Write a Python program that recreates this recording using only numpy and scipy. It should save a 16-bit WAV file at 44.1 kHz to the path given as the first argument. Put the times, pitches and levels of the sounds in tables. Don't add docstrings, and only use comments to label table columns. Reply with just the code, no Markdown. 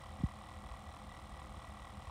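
import sys
import numpy as np
from scipy import signal
from scipy.fft import rfft, irfft
from scipy.io import wavfile
from scipy.ndimage import uniform_filter1d

SR = 44100
rng = np.random.default_rng(int(sys.argv[2]) if len(sys.argv) > 2 else 0)


def output_pcm(signal):
    pcm = np.clip(np.atleast_2d(signal).T, -1, 1) * 32767
    wavfile.write(sys.argv[1], SR, np.round(pcm).astype(np.int16))


N = 92610
TURN_HZ, CHUGS_PER_TURN, FIRST_CHUG_S = 4.422, 9, .0126


def amp(db):
    return 10 ** (np.asarray(db) / 20)


def unit(x):
    return x / np.sqrt(np.mean(x ** 2) + 1e-20)


def bell(since, half_s):
    return np.exp(-.5 * (since / half_s) ** 2)


def colour(x, points):
    hz, db = np.transpose(points)
    gains = amp(np.interp(np.log(np.fft.rfftfreq(N, 1 / SR) + 1), np.log(hz), db))
    return unit(irfft(rfft(x) * gains, N))


def band(hz, width_hz):
    freqs = np.fft.rfftfreq(N, 1 / SR)
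    return unit(irfft(rfft(rng.standard_normal(N)) * np.exp(-((freqs - hz) / width_hz) ** 2), N))


def evened(x, span_s):
    power = uniform_filter1d(x ** 2, max(round(span_s * SR), 3))
    return unit(x / np.sqrt(abs(power) + 1e-20))


def nearest_chug(t, delay_s):
    rate = TURN_HZ * CHUGS_PER_TURN
    elapsed = t - FIRST_CHUG_S - delay_s
    number = np.round(elapsed * rate).astype(int)
    return number, elapsed - number / rate


# frequency in Hz, relative level in dB.
HISS_SPECTRUM = [(100, 8.5), (450, -2.5), (1000, -1), (1600, -5.5), (2300, -1), (2600, -6), (3300, -4),
                 (4800, -13), (5400, -13.5), (6300, -15.5), (7400, -17), (9100, -15), (10500, -23.5),
                 (12000, -27), (13700, -26), (16000, -43)]

def hiss():
    return amp(-62) * colour(rng.standard_normal(N), HISS_SPECTRUM)


# frequency in Hz, relative level in dB.
RUMBLE_SPECTRUM = [(10, -28), (28, -2), (45, 4), (68, -2), (95, -5.5), (140, -5.5), (220, -11),
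                   (300, -14.5), (420, -22.5), (900, -77)]
# time in seconds, level in dB.
RUMBLE_LEVELS = [(0, -58.5), (.15, -55.5), (.3, -56.5), (.45, -58), (.56, -55), (.85, -55.5), (.98, -57),
                 (1.15, -55.5), (1.45, -55.5), (1.56, -54), (1.63, -59), (1.71, -56.5), (1.8, -59.5),
                 (2.1, -54)]

def air_rumble(t):
    noise = evened(colour(rng.standard_normal(N), RUMBLE_SPECTRUM), span_s=.06)
    return amp(np.interp(t, *np.transpose(RUMBLE_LEVELS))) * noise


# middle in seconds, peak level in dB, half length in seconds, pitch in Hz.
THUDS = [(.102, -46, .007, 64), (.141, -47.5, .011, 66), (.201, -47, .006, 55), (.577, -48, .02, 82),
         (.666, -45.5, .01, 62), (.717, -43, .007, 68), (.733, -46, .012, 62), (.89, -44.5, .008, 66),
         (1.076, -45, .013, 57), (1.243, -44.5, .009, 66), (1.333, -43.5, .008, 54), (1.397, -48, .014, 72),
         (1.456, -44.5, .015, 66), (1.509, -47, .013, 68), (1.546, -46, .012, 70), (1.583, -43.5, .01, 74),
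         (1.695, -43, .008, 80), (1.722, -47, .011, 76), (1.821, -43, .01, 60), (1.91, -46, .009, 70),
         (1.983, -47, .007, 80), (2.084, -46, .009, 78)]

def low_thuds(t):
    out = np.zeros(N)
    for at, db, half_s, hz in THUDS:
        out -= amp(db) * bell(t - at, half_s) * np.cos(2 * np.pi * hz * (t - at))
    return out


# frequency in Hz, relative level in dB.
TICK_SPECTRUM = [(500, -30), (3000, -9), (4600, -15), (5500, -8), (6400, -10), (7500, -2), (9000, -1),
                 (10300, -12), (11700, -20), (13400, -13.5), (16000, -19)]

def camera_ticks(t, frame_hz=30, ring_hz=9370, ring_decay_s=.0014):
    frames = np.arange(0, N / SR, 1 / frame_hz)
    late_s = .009 * np.maximum(rng.uniform(-1, 1, len(frames)), 0)
    times = np.r_[frames + .0057, frames + .0225 + late_s]
    sizes = amp(.4 * rng.standard_normal(len(times)))
    clicks = np.bincount((times * SR).astype(int), sizes, N)[:N]
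    ping = np.exp(-t / ring_decay_s) * np.sin(2 * np.pi * ring_hz * t)
    ringing = unit(signal.fftconvolve(clicks, ping)[:N])
    return amp(-74) * colour(clicks, TICK_SPECTRUM) + amp(-84.5) * ringing


# start in seconds, peak level in dB.
KNOCKS = [(0.2018, -38), (.235, -23)]

def camera_knock(t, start, db, high_hz=243, low_hz=53.3, sag_s=.0093, rise_s=.0064, decay_s=.017):
    age = np.maximum(t - start, 0)
    hz = low_hz + (high_hz - low_hz) * np.exp(-(age / sag_s) ** 2)
    note = np.sin(2 * np.pi * np.cumsum(hz * (age > 0)) / SR)
    rise = np.sin(np.pi / 2 * np.minimum(age / rise_s, 1))
    decay = np.exp(-np.maximum(age - rise_s, 0) / decay_s)
    damping = np.exp(-(age / .034) ** 4)
    return -amp(db) * rise * decay * damping * note


# pitch in Hz, level in dB.
HUM_TONES = [(78.8, -61), (119.8, -66), (317.6, -74), (519.5, -70.5), (560.7, -75.5), (633, -77),
             (671, -73.5), (710.5, -70.5), (760, -68), (813.4, -69.5)]

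def motor_hum(t, throb_hz=206.2, throb_depth=.73, throb_at_s=.1513):
    def tone(hz):
        return np.sin(2 * np.pi * (hz * t + rng.random()) + .85 * band(0, width_hz=8))

    steady = sum(amp(db) * unit(tone(hz)) for hz, db in HUM_TONES)
    swell = 1 + throb_depth * np.cos(2 * np.pi * TURN_HZ * (t - throb_at_s))
    return steady + amp(-63.5) * unit(swell * tone(throb_hz))


# frequency in Hz, relative level in dB.
WHIRR_SPECTRUM = [(300, -77), (440, -13.5), (520, -3.5), (600, -5), (700, -0.5), (840, -1.5), (930, -3.5),
                  (1080, -5.5), (1210, -4), (1340, -4), (1520, -16.5), (1750, -17.5), (2200, -25),
                  (2550, -37), (3300, -46), (5000, -35)]

def rotor_whirr(t, repeat_share=.91, drift_s=.0001):
    repeating = np.resize(rng.standard_normal(round(SR / TURN_HZ)), N)
    mixed = np.sqrt(repeat_share) * repeating + np.sqrt(1 - repeat_share) * rng.standard_normal(N)
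    noise = evened(colour(mixed, WHIRR_SPECTRUM), span_s=.014)
    drifting_time = t + drift_s * band(0, TURN_HZ)
    return amp(-60) * np.interp(drifting_time, t, noise)


# first time in seconds, half length in seconds,
# pitch in Hz, width of the noise band in Hz, level at the loudest moment in dB.
RUB_SPOTS = [(0.0195, 0.0015, 1252, 98, -57.5), (0.0456, 0.0016, 1240, 100, -55),
             (0.1284, 0.001, 3800, 600, -61), (0.1424, 0.0016, 3080, 500, -67.5),
             (.208, 0.00087, 3420, 350, -60)]

def rotor_rubs(t):
    out = np.zeros(N)
    for at, half_s, hz, width_hz, db in RUB_SPOTS:
        since = (((t - at) * TURN_HZ + .5) % 1 - .5) / TURN_HZ
        out += amp(db) * bell(since, half_s) * evened(band(hz, width_hz), span_s=.003)
    return out


# time in seconds, relative level in dB.
RING_LEVELS = [(.04, 2.5), (.14, -4), (.25, 2.5), (.4, -1.5), (.52, 1), (.6, -2), (.74, 2), (.82, -2),
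               (.88, 1), (.95, -3), (1.04, -3), (1.13, 3.5), (1.2, -2), (1.36, 1), (1.56, -3), (1.68, 3),
               (1.8, 1), (1.95, -3), (2.1, -1)]

def metal_ring(t, hz=1950, slip_radians=1.3, sharpness=1.8):
    number, since = nearest_chug(t, delay_s=.0066)
    note = np.sin(2 * np.pi * hz * t + slip_radians * rng.standard_normal(128)[number])
    ring_db = np.array(CHUG_PATTERN)[number % CHUGS_PER_TURN, 3]
    swell_db = np.interp(t, *np.transpose(RING_LEVELS))
    pulse = abs(np.cos(np.pi * since * TURN_HZ * CHUGS_PER_TURN)) ** sharpness
    return amp(-67.3) * unit(amp(ring_db + swell_db) * pulse * note)


# delay in seconds (negative is early),
# half length in seconds, pitch in Hz, width of the noise band in Hz, average level in dB.
RASPS = [(0.00039, 0.00041, 1120, 52, -79.5), (-0.00022, 0.0019, 2300, 370, -76),
         (-0.00062, 0.0025, 783, 160, -66.5), (-0.00057, 0.0017, 3240, 770, -72.5),
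         (-0.00095, 0.004, 3990, 92, -78), (0.0053, 0.0022, 3390, 540, -78),
         (0.0065, 0.0035, 1980, 330, -75.5), (-0.0018, 0.002, 5350, 400, -80.5),
         (.0059, 0.0012, 5200, 1850, -79), (.0058, 0.00079, 9000, 1500, -79.5)]

def housing_rasps(t):
    out = np.zeros(N)
    for delay_s, half_s, hz, width_hz, db in RASPS:
        number, since = nearest_chug(t, delay_s)
        rasp_db = np.array(CHUG_PATTERN)[number % CHUGS_PER_TURN, 2]
        noise = evened(band(hz, width_hz), span_s=.003)
        out += amp(db) * unit(amp(rasp_db) * bell(since, half_s) * noise)
    return out


# level in dB, pitch in Hz, rasp level in dB, ring level in dB.
CHUG_PATTERN = [(-6.5, 1085, 1, 2), (0, 1085, 2.5, 0), (.7, 1070, 1.5, 1), (-3.2, 1100, 0, 1.5),
                (-3.8, 1105, -2, -2.5), (-3.3, 1100, -2, -3), (-3.2, 1125, -2.5, -2.5),
                (-1.5, 1125, -1.5, 1), (-2.3, 1130, 1, 1)]

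def motor_chugs(t, rise_s=.00078, fall_s=.0028, scatter_db=1, jitter_s=.00013):
    number, since = nearest_chug(t, delay_s=-.00061)
    place = number % CHUGS_PER_TURN
    db, hz = np.array(CHUG_PATTERN)[place, :2].T
    size = amp(db - scatter_db * rng.standard_normal(128)[number])
    jitter = jitter_s * rng.standard_normal(128)[number]
    burst = bell(since, np.where(since < 0, rise_s, fall_s))
    note = np.cos(2 * np.pi * (hz * (since + jitter) + place / CHUGS_PER_TURN))
    return amp(-60) * unit(size * burst * note)


def scene():
    t = np.arange(N) / SR
    fan = motor_chugs(t) + housing_rasps(t) + rotor_rubs(t) + metal_ring(t)
    fan += motor_hum(t) + rotor_whirr(t)
    background = air_rumble(t) + low_thuds(t) + hiss()
    camera = camera_ticks(t) + sum(camera_knock(t, start, db) for start, db in KNOCKS)
    return (fan + background + camera)[None]


def record(dry, low_cut_hz=40, high_cut_hz=15830):
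    hz = np.fft.rfftfreq(N, 1 / SR)
    thinned = irfft(rfft(dry) * (1 - np.exp(-(hz / low_cut_hz) ** 4)), N)
    treble_cut = signal.firwin(511, high_cut_hz, window=("kaiser", 9), fs=SR)
    return signal.oaconvolve(thinned, treble_cut[None], "same")


dry = scene()
out = record(dry)
output_pcm(out)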